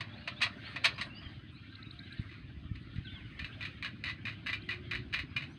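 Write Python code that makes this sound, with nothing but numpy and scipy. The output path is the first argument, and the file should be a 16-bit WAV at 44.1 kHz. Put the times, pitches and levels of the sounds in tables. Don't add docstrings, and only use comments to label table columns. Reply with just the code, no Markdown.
import sys
import numpy as np
from scipy import signal
from scipy.fft import rfft, irfft
from scipy.io import wavfile
from scipy.ndimage import uniform_filter1d

SR = 44100
rng = np.random.default_rng(int(sys.argv[2]) if len(sys.argv) > 2 else 0)


def digitize_waveform(pressure):
    field = np.atleast_2d(pressure).T
    bounded = np.clip(field, -1, 1)
    quanta = np.round(bounded * 32767).astype(np.int16)
    wavfile.write(sys.argv[1], SR, quanta)


N = 246078
TIME = np.arange(N) / SR


def from_db(db):
    return 10 ** (np.asarray(db) / 20)


def unit_rms(x):
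    return x / np.sqrt(np.mean(x ** 2) + 1e-20)


def drift(rate_hz):
    knots = rng.standard_normal(8000)
    return unit_rms(np.interp(TIME * rate_hz, np.arange(len(knots)), knots))


def curve(rows):
    return np.interp(TIME, *np.transpose(rows))


def swells(rows):
    return sum(from_db(db) * np.exp(-((TIME - s) / half_s) ** 2) for s, half_s, db in rows)


def grains(per_s):
    return (rng.random(N) < per_s / SR) * rng.standard_normal(N)


def butter(x, order, hz, kind="low"):
    return signal.sosfilt(signal.butter(order, hz, kind, fs=SR, output="sos"), x + 1e-18)


def colour(x, spectrum):
    size = 2 ** 18
    hz, db = np.transpose(spectrum)
    bin_hz = np.arange(size // 2 + 1) * SR / size
    gain = unit_rms(from_db(np.interp(np.log(bin_hz + 1), np.log(hz), db)))
    cepstrum = irfft(np.log(gain))
    cepstrum[1:size // 2] *= 2
    cepstrum[size // 2 + 1:] = 0
    return irfft(rfft(x, size) * np.exp(rfft(cepstrum)))[:N]


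def outdoors(x, t60_s, wet_db, cutoff_hz):
    t = TIME[:SR // 2]
    tail = butter(rng.standard_normal(len(t)), 2, cutoff_hz)
    tail *= from_db(-60 * t / t60_s) * (t > .006)
    return x + from_db(wet_db) * signal.fftconvolve(x, tail / np.linalg.norm(tail))[:N]


def patchy(x, depth_db):
    hz = np.maximum(np.arange(N // 2 + 1) * SR / N, 400)
    thirds, spectrum = 3 * np.log2(hz / 400), rfft(x)
    bands = (irfft(spectrum * np.maximum(1 - np.abs(thirds - k), 0), N) for k in range(11))
    return x + sum(band * (from_db(depth_db * drift(28)) - 1) for band in bands)


# frequency in Hz, relative gain in dB.
FIELD_SPECTRUM = [(240, -53), (400, -3), (452, -14.5), (595, -3), (957, -14.5), (1030, -8.5), (1170, -8.5),
                  (1340, -4.5), (1880, -5), (2250, -2), (2970, -3.5), (3460, -5), (4030, -6.5), (6990, -29),
                  (15500, -43)]
# time in seconds, relative level in dB. 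The tree level drives leaves and far birds.
AIR_LEVEL = [(0.0, -62), (0.45, -65), (0.73, -60), (0.9, -56.5), (1.32, -70.5), (1.6, -74.5), (2.14, -70),
             (2.73, -75.5), (3.34, -69.5), (3.59, -66), (4.07, -70), (4.18, -69), (4.72, -67.5),
             (5.13, -68), (5.21, -65.5), (5.58, -68.5)]
TREE_LEVEL = [(0.0, -56.5), (0.37, -54.5), (0.72, -49.5), (0.81, -54), (0.92, -49), (1.14, -57),
              (1.32, -54.5), (1.48, -60.5), (1.66, -57), (1.94, -56), (2.24, -55), (2.44, -59),
              (2.67, -59.5), (3.2, -54.5), (3.73, -53), (3.87, -58.5), (4.09, -58), (4.65, -56.5),
              (4.89, -57), (5.58, -58.5)]


def field():
    noise = patchy(colour(rng.standard_normal(N), FIELD_SPECTRUM), depth_db=4.5)
    air = from_db(curve(AIR_LEVEL) + 2) * unit_rms(butter(noise, 4, 1250))
    leaves_db = curve(TREE_LEVEL) - 4 + 0.5 * drift(25)
    return air + from_db(leaves_db) * unit_rms(butter(noise, 4, 1300, "high"))


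# frequency in Hz, relative gain in dB.
EXHAUST_SPECTRUM = [(15, -51.5), (25, -14.5), (66, -3.5), (106, 2.5), (125, 1), (162, -5.5), (231, -7.5),
                    (305, -8.5), (360, -17), (395, -26.5), (441, -27.5), (520, -34.5), (680, -59),
                    (1140, -120)]
# time in seconds, relative level in dB.
EXHAUST_LEVEL = [(0.0, -52.5), (1.18, -50.5), (1.46, -53), (3.22, -50.5), (3.65, -51), (3.93, -50),
                 (4.52, -49), (5.07, -49.5), (5.58, -49.5)]


def engine(firing_hz=16.1, thud_s=0.021, wash=0.57):
    firings = np.cumsum(firing_hz * (1 + .015 * drift(2.8))) / SR
    throb = np.exp(-(firings % 1) / firing_hz / thud_s)
    exhaust = colour(rng.standard_normal(N) * (throb + wash), EXHAUST_SPECTRUM)
    return from_db(curve(EXHAUST_LEVEL) + 3.5) * unit_rms(butter(exhaust, 3, 68, "high"))


def whistles(rows, waver, flutter_db, rate_hz):
    out = np.zeros(N)
    wobble = waver * drift(rate_hz)
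    flutter = flutter_db * np.tanh(drift(rate_hz / 2))
    for s, length_s, start_hz, middle_hz, end_hz, db in rows:
        span = slice(max(round(s * SR), 0), round((s + length_s) * SR))
        progress = np.linspace(0, 1, len(out[span]))
        contour = np.polyfit([0, .5, 1], [start_hz, middle_hz, end_hz], 2)
        hz = np.polyval(contour, progress) * (1 + wobble[span])
        envelope = from_db(db + flutter[span]) * np.abs(np.sin(np.pi * progress)) ** 0.62
        out[span] += envelope * np.sin(2 * np.pi * np.cumsum(hz) / SR)
    return np.sqrt(2) * out


# start in seconds, length in seconds, pitch in Hz, level in dB. The 1838 Hz row is a thin squeal as
HELD_TONES = [(0, 0.49, 232.2, -55.5), (0, 0.77, 600.6, -64), (.56, .26, 1838, -59),
              (1.881, 0.24, 698, -73.5), (4.552, 0.66, 361, -58)]


def held_tones():
    rows = [(s, length_s, hz, hz, hz, db) for s, length_s, hz, db in HELD_TONES]
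    return whistles(rows, waver=0.0086, flutter_db=4.5, rate_hz=53)


def far_birds(count=800, low_hz=1200, high_hz=5400):
    when, pitch_a, pitch_b, length, slope, faintness = rng.random((count, 6)).T
    pitch = .75 * pitch_a + .25 * pitch_b
    hz = low_hz * (high_hz / low_hz) ** pitch
    bend = 1 + .06 * (slope - .5)
    db = -7 * faintness - 20 * pitch ** 3
    rows = zip(when * TIME[-1], 0.016 + 0.042 * length, hz / bend, hz, hz * bend, db)
    return unit_rms(whistles(rows, waver=0.012, flutter_db=5.5, rate_hz=300))


# time into the song in seconds, pitch in Hz, relative level in dB.
SONG_CONTOUR = [(0, 3520, -18), (.008, 3560, -1), (.035, 3580, 0), (.06, 3450, 1), (.08, 3120, 1),
                (.1, 2680, -6), (.13, 2290, -5), (.168, 1930, -11), (.19, 1780, -20)]
# start in seconds, level in dB, swell time in seconds.
SONGS = [(3.093, -54.5, .004), (3.593, -54.5, .059)]


def falling_song(waver=0.0018, flutter_db=3.2):
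    out, wobble, flutter = np.zeros(N), waver * drift(150), flutter_db * drift(73)
    knot_s, knot_hz, knot_db = np.transpose(SONG_CONTOUR)
    for s, db, swell_s in SONGS:
        on = (TIME >= s) & (TIME < s + knot_s[-1])
        t = TIME[on] - s
        hz = np.interp(t, knot_s, knot_hz) * (1 + wobble[on])
        envelope = np.minimum(t / swell_s, 1) * from_db(db + np.interp(t, knot_s, knot_db) + flutter[on])
        out[on] += envelope * np.sin(2 * np.pi * np.cumsum(hz) / SR)
    return np.sqrt(2) * out


def glide(s, length_s, hz, octaves_per_s, db):
    bend = 2 ** (octaves_per_s * length_s / 2)
    return s, length_s, hz / bend, hz, hz * bend, db


# start and length in seconds, middle pitch in Hz, glide in octaves per second, level in dB.
BIRD_SLURS = [(.128, .092, 4150, 4.9, -58.5), (.32, .04, 5600, 2.5, -71), (.358, .055, 3700, 5.5, -56.5),
              (.56, .04, 5800, 1.8, -73), (.606, .085, 4080, 4.8, -57.5), (.938, .035, 4780, 3.5, -59.5),
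              (1.142, .062, 4790, 3.5, -60), (1.526, .066, 4010, 5.2, -61), (1.687, .06, 3900, 4, -61),
              (1.85, .05, 3900, 1.5, -61.5), (2.007, .08, 3920, 2.8, -62), (5.288, .04, 4950, 3.5, -72),
              (5.464, .1, 5850, 3, -75)]
# start in seconds, middle pitch in Hz, glide in octaves per second, level in dB.
BIRD_NOTES = [(.094, 3370, 0.5, -60.5), (.20, 2800, 2, -61), (.523, 3360, 0, -61.5),
              (1.094, 2760, 2, -55.5), (1.147, 2920, 2.5, -57), (1.227, 3200, -2, -53.5),
              (1.41, 1516, 3.5, -61.5), (1.69, 1560, 2.5, -58), (1.989, 1610, 2, -61),
              (2.396, 2480, -1, -62), (3.039, 1534, -1, -56), (3.047, 3300, -12, -54),
              (3.976, 3090, -2, -70), (4.179, 3080, 4, -66), (4.39, 3100, 1, -67), (4.599, 3130, 0, -60),
              (4.856, 3220, 0, -64)]
# start in seconds, level in dB.
BIRD_CHIPS = [(1.05, -50), (1.752, -46), (1.826, -45.5), (1.908, -44), (1.99, -43.5), (2.123, -44.5),
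              (4.619, -51)]


def birds(note_s=.058, chip_s=0.0077, chip_hz=3955):
    slurs = [glide(*row) for row in BIRD_SLURS]
    notes = [glide(s, note_s, hz, slope, db) for s, hz, slope, db in BIRD_NOTES]
    chips = [glide(s, chip_s, chip_hz, octaves_per_s=38, db=db) for s, db in BIRD_CHIPS]
    near = whistles(chips, waver=.006, flutter_db=0, rate_hz=400) + falling_song()
    calls = whistles(slurs + notes, waver=0.011, flutter_db=6.5, rate_hz=220)
    far = from_db(curve(TREE_LEVEL) - 6) * far_birds()
    return near + outdoors(calls + far, t60_s=0.6, wet_db=-9, cutoff_hz=5930)


# middle in seconds, level in dB.
PUFFS = [(1.25, -60), (2.5, -55.5), (2.78, -56), (3.2, -59), (3.44, -52.5), (4.62, -65), (5.12, -50)]


def breeze(puff_half_s=0.17, calm_db=-75, lumpy_db=5):
    eddies = unit_rms(butter(rng.standard_normal(N), 3, [46, 88], "band"))
    flow = from_db(calm_db) + swells((s, puff_half_s, db) for s, db in PUFFS)
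    return eddies * flow * from_db(lumpy_db * drift(26))


# time in seconds, relative level in dB, pitch in Hz.
HOUSING_BUMPS = [(2.196, -24, 111), (2.653, -34, 81.6), (2.715, -25, 105.5), (2.962, -33, 90.5),
                 (2.984, -26.5, 96), (3.425, -34, 79.5)]


def bumps():
    out = np.zeros(N)
    for s, db, hz in HOUSING_BUMPS:
        t = TIME - s
        push = np.exp(-(t / 0.0016) ** 2)
        swing = np.exp(-np.abs(t) / np.where(t < 0, .003, .012)) * np.cos(2 * np.pi * hz * t)
        out -= from_db(db) * (0.53 * swing + 1.18 * push)
    return butter(out, 2, [52, 330], "band")


# middle in seconds, half length in seconds, level in dB.
HIGH_HISSES = [(0.708, 0.034, -79), (1.06, .03, -78), (1.54, 0.027, -84), (1.93, 0.021, -83),
               (2.045, .04, -91), (2.132, 0.016, -76.5), (2.215, .022, -84), (2.813, .035, -89),
               (2.95, 0.022, -88), (3.122, .025, -86), (3.362, .018, -90), (4.653, .03, -88),
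               (5.52, .06, -87)]


def high_hisses():
    hiss = butter(grains(per_s=3000), 3, [7200, 9800], "band")
    return unit_rms(hiss) * swells(HIGH_HISSES)


# frequency in Hz, bandwidth in Hz, relative gain in dB.
TUBE_MODES = [(686, 22, -9), (1160, 110, -7), (1688, 35, -6), (1835, 60, -2), (1985, 60, 1), (2110, 45, -4),
              (2410, 55, 0), (2525, 35, 0), (2645, 43, -2), (2907, 45, -4), (3010, 50, -7), (3321, 54, -5),
              (3700, 60, -3), (3827, 45, -3), (3915, 45, -1), (4025, 55, -1), (4310, 90, -5),
              (4446, 30, -5), (5212, 25, -14)]


def tubes(force, grip_db=2):
    force = butter(force, 3, 6500)
    out = np.zeros(N)
    for hz, width_hz, db in TUBE_MODES:
        drive = force * from_db(db + grip_db * np.tanh(drift(2.2)))
        radius = np.exp(-np.pi * width_hz / SR)
        feedback = [1, -2 * radius * np.cos(2 * np.pi * hz / SR), radius ** 2]
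        out += (1 - radius ** 2) / 2 * signal.lfilter([1, 0, -1], feedback, drive)
    return out


def ring(s, hz, db, t60_s, rise_s=0.0071):
    out, at = np.zeros(N), max(round(s * SR), 0)
    t = TIME[:min(SR // 4, N - at)]
    envelope = np.minimum(t / rise_s, 1) * from_db(db - 60 * t / t60_s)
    out[at:at + len(t)] = envelope * np.sin(2 * np.pi * (hz * t + rng.random()))
    return np.sqrt(2) * out


# middle in seconds, half length in seconds, level in dB.
FRAME_RUBS = [(0.086, 0.14, -56.5), (0.703, 0.08, -54), (1.273, 0.045, -58.5)]


def frame_rubs():
    friction = butter(grains(per_s=1500), 2, 2100)
    return unit_rms(tubes(friction)) * swells(FRAME_RUBS)


def knocks(rows, gain_db, delay_s=.003):
    out = np.zeros(N)
    for s, db, *_ in rows:
        out[round((s + delay_s) * SR)] += from_db(db + gain_db)
    return out


def slips(rows, snaps_per_s, spread_db, hiss, rasp_db, rasp_octaves, onset_db):
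    snaps = rng.random(N) < snaps_per_s / SR
    sizes = from_db(spread_db * np.minimum(rng.exponential(1, N), 4)) * rng.choice([-1, 1], N)
    friction = unit_rms(unit_rms(snaps * sizes) + hiss * rng.standard_normal(N))
    friction /= np.sqrt(uniform_filter1d(friction ** 2, size=300) + 1e-9)
    out, size = np.zeros(N), 16384
    hz = np.clip(np.arange(size // 2 + 1) * SR / size, 600, 12000)
    for s, db, rise_s, hold_s, t60_s, tilt_db_per_octave, rasp_hz in rows:
        at, octaves = max(round(s * SR), 0), np.log2(hz / rasp_hz)
        tone = from_db(tilt_db_per_octave * octaves + rasp_db * np.exp(-(octaves / rasp_octaves) ** 2))
        shower = irfft(rfft(friction[at:at + size], size) * tone)[:N - at]
        t = TIME[:len(shower)]
        level_db = db + onset_db * np.exp(-t / 0.0099) - 60 * np.maximum(t - rise_s - hold_s, 0) / t60_s
        out[at:at + len(t)] += shower * np.minimum(t / rise_s, 1) * from_db(level_db)
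    return out


# frequency in Hz, relative gain in dB.
BARK_SPECTRUM = [(180, -85), (300, -28), (490, -22.5), (680, -9.5), (790, -23.5), (1000, -5.5),
                 (1160, -3.5), (1400, -7), (1600, -8.5), (1820, 1), (2520, -1), (3150, -4), (3750, -5.5),
                 (4400, -4), (4850, -12), (5710, -16), (8460, -25), (11500, -38), (15000, -48)]
# start in seconds, pitch in Hz, level in dB.
TUBE_PINGS = [(.418, 2525, -27), (.418, 3321, -35), (.418, 3830, -30), (.418, 5212, -42), (.848, 3705, -31),
              (.848, 4446, -32)]
# start in seconds, relative level in dB, slide in seconds, tilt in dB per octave, rasp in Hz.
FRAME_SHIFTS = [(.006, -35, 0.0023, -2, 2430), (.2745, -32.5, 0.004, -4, 2470),
                (0.404, -40, .004, -6, 2400), (0.4151, -25.5, 0.0035, 0.5, 2570),
                (.428, -28.5, 0.0088, -0.5, 2520), (.463, -39, 0.0018, -8, 2500),
                (.7595, -33.5, 0.0015, -4, 2470), (.8415, -22.5, 0.0083, -1, 2380),
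                (.852, -25.5, 0.0044, -0.5, 4160), (.979, -40.5, 0.012, -4, 2600),
                (1.01, -34, 0.0061, .5, 1980), (1.21, -55.5, 0.024, -7.5, 2380)]


def frame_shifts(creak_share=0.92, creak_db=-14.5, clang_db=-14.5, ring_t60_s=0.13):
    slides = [(s, db, 0.002013 + 0.18 * slide_s, slide_s, 0.063 + 3.6 * slide_s, tilt, hz)
              for s, db, slide_s, tilt, hz in FRAME_SHIFTS]
    creaks = [(s - creak_share * slide_s, db + creak_db, creak_share * slide_s, 0, t60_s, tilt, hz)
              for s, db, _, slide_s, t60_s, tilt, hz in slides]
    grind = slips(slides + creaks, snaps_per_s=2500, spread_db=-0.5, hiss=0.65,
                  rasp_db=4.5, rasp_octaves=0.17, onset_db=1)
    force = grind + knocks(FRAME_SHIFTS, gain_db=15)
    clang = sum(ring(s + rise_s / 2, hz, db + clang_db + mode_db + tilt * np.log2(hz / 2380), ring_t60_s)
                for s, db, rise_s, _, _, tilt, _ in slides + creaks
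                for hz, _, mode_db in TUBE_MODES)
    pings = sum(ring(s, hz, db, ring_t60_s) for s, hz, db in TUBE_PINGS)
    return from_db(-3.5) * colour(force, BARK_SPECTRUM) + tubes(force) + clang + pings


# frequency in Hz, relative gain in dB.
ROPE_SPECTRUM = [(240, -46.5), (400, -26.5), (620, -12), (850, -22.5), (1020, -10), (1410, -6.5),
                 (2000, -2), (2220, -1.5), (2450, -2), (2770, -2), (2950, -1.5), (3250, -12), (3950, -6.5),
                 (4500, -6.5), (5510, -20), (6320, -25.5), (8960, -40), (11800, -47), (15000, -48)]
# start in seconds, crack level in dB, crack pitch in Hz, ring level in dB, drag level in dB,
# drag length in seconds, drag pitch in Hz. Levels are relative.
ROPE_TUGS = [(2.29, -57, 2020, -47, -53, 0.033, 1980), (2.753, -50, 2015, -50, -62, 0.0046, 2000),
             (2.957, -51.5, 1950, -53, -53, 0.0099, 2000), (3.3905, -38, 1790, -47, -43, 0.015, 2450),
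             (3.607, -40.5, 2450, -59, -38, 0.0059, 1990), (3.824, -36, 2350, -37.5, -40.5, 0.025, 1720),
             (4.037, -33, 2660, -40, -37, 0.043, 2000), (4.251, -36.5, 2480, -34.5, -36.5, 0.021, 2440),
             (4.466, -34.5, 2344, -36, -35.5, 0.0085, 1960), (4.687, -35, 1969, -30, -38, 0.028, 2400),
             (4.909, -32, 2500, -38.5, -35, 0.021, 1950), (5.1371, -27.5, 2396, -32, -38.5, 0.02, 2010),
             (5.362, -30, 2418, -27, -44.5, 0.059, 2350)]
ROPE_CATCHES = [(3.4428, -37.5, 2590, -41), (3.627, -42.5, 1870, -58), (3.65, -37, 2420, -54),
                (3.845, -34.5, 1676, -37), (4.057, -42, 2020, -41), (4.095, -38.5, 2520, -51),
                (4.322, -49, 2020, -54), (4.46, -41.5, 1680, -34.5), (4.496, -38, 2032, -32.5),
                (4.528, -31, 2320, -47), (4.705, -39, 2486, -30.5), (4.948, -35.5, 2360, -45),
                (5.126, -36.5, 2400, -48), (5.158, -43, 2440, -42), (5.188, -33, 2130, -50),
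                (5.375, -41.5, 2350, -41), (5.42, -43, 2330, -48)]


def rope_tugs(jerks_per_s=88, jerk_depth_db=9):
    rise_s, tilt_db_per_octave = 0.0021, 2.47
    crack_hold_s, crack_t60_s = 0.0063, 0.047
    catch_hold_s, catch_t60_s = 0.0021, 0.12
    drag_delay_s, drag_rise_s, drag_t60_s = 0.013, 0.0036, 0.15
    cracks = [(s, db, rise_s, crack_hold_s, crack_t60_s, tilt_db_per_octave, hz)
              for s, db, hz, *_ in ROPE_TUGS]
    catches = [(s, db, rise_s, catch_hold_s, catch_t60_s, tilt_db_per_octave, hz)
               for s, db, hz, _ in ROPE_CATCHES]
    drags = [(s + drag_delay_s, db, drag_rise_s, length_s, drag_t60_s, 0, hz)
             for s, *_, db, length_s, hz in ROPE_TUGS]
    jerks = np.cumsum(jerks_per_s * np.exp(.35 * drift(90))) / SR
    stick_slip = from_db(jerk_depth_db * (.5 - jerks % 1))
    snap = slips(cracks + catches, snaps_per_s=1200, spread_db=1.5, hiss=0.34,
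                 rasp_db=5, rasp_octaves=0.077, onset_db=-0.5)
    rasp = slips(drags, snaps_per_s=450, spread_db=-1.5, hiss=0.54,
                 rasp_db=5.5, rasp_octaves=0.044, onset_db=-2.5)
    releases = ROPE_TUGS + ROPE_CATCHES
    force = colour(snap + knocks(releases, gain_db=19) + rasp * stick_slip, ROPE_SPECTRUM)
    metal = from_db(-1) * tubes(force)
    rings = sum(ring(s, hz, db, t60_s=0.086) for s, _, hz, db, *_ in releases)
    return from_db(-5) * force + metal + rings


def scene():
    close = frame_shifts() + frame_rubs() + rope_tugs() + high_hisses()
    close = outdoors(close, t60_s=0.16, wet_db=-17, cutoff_hz=4400)
    background = held_tones() + engine() + birds() + field()
    return (close + background + bumps() + breeze())[None]


# frequency in Hz, relative gain in dB.
MICROPHONE_RESPONSE = [(5000, 1), (5600, -8.5), (6400, 2), (6950, -8.5), (8400, 4), (10000, 1), (10800, -8),
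                       (12200, -9.5), (14000, 3.5)]


def record(dry):
    ceiling, cutoff_hz = .3, 15700
    heard = from_db(-1.28) * colour(dry[0], MICROPHONE_RESPONSE)
    rounded = ceiling * np.tanh(heard / ceiling)
    return signal.sosfilt(signal.ellip(10, .2, 80, cutoff_hz, fs=SR, output="sos"), rounded)[None]


dry = scene()
out = record(dry)
digitize_waveform(out)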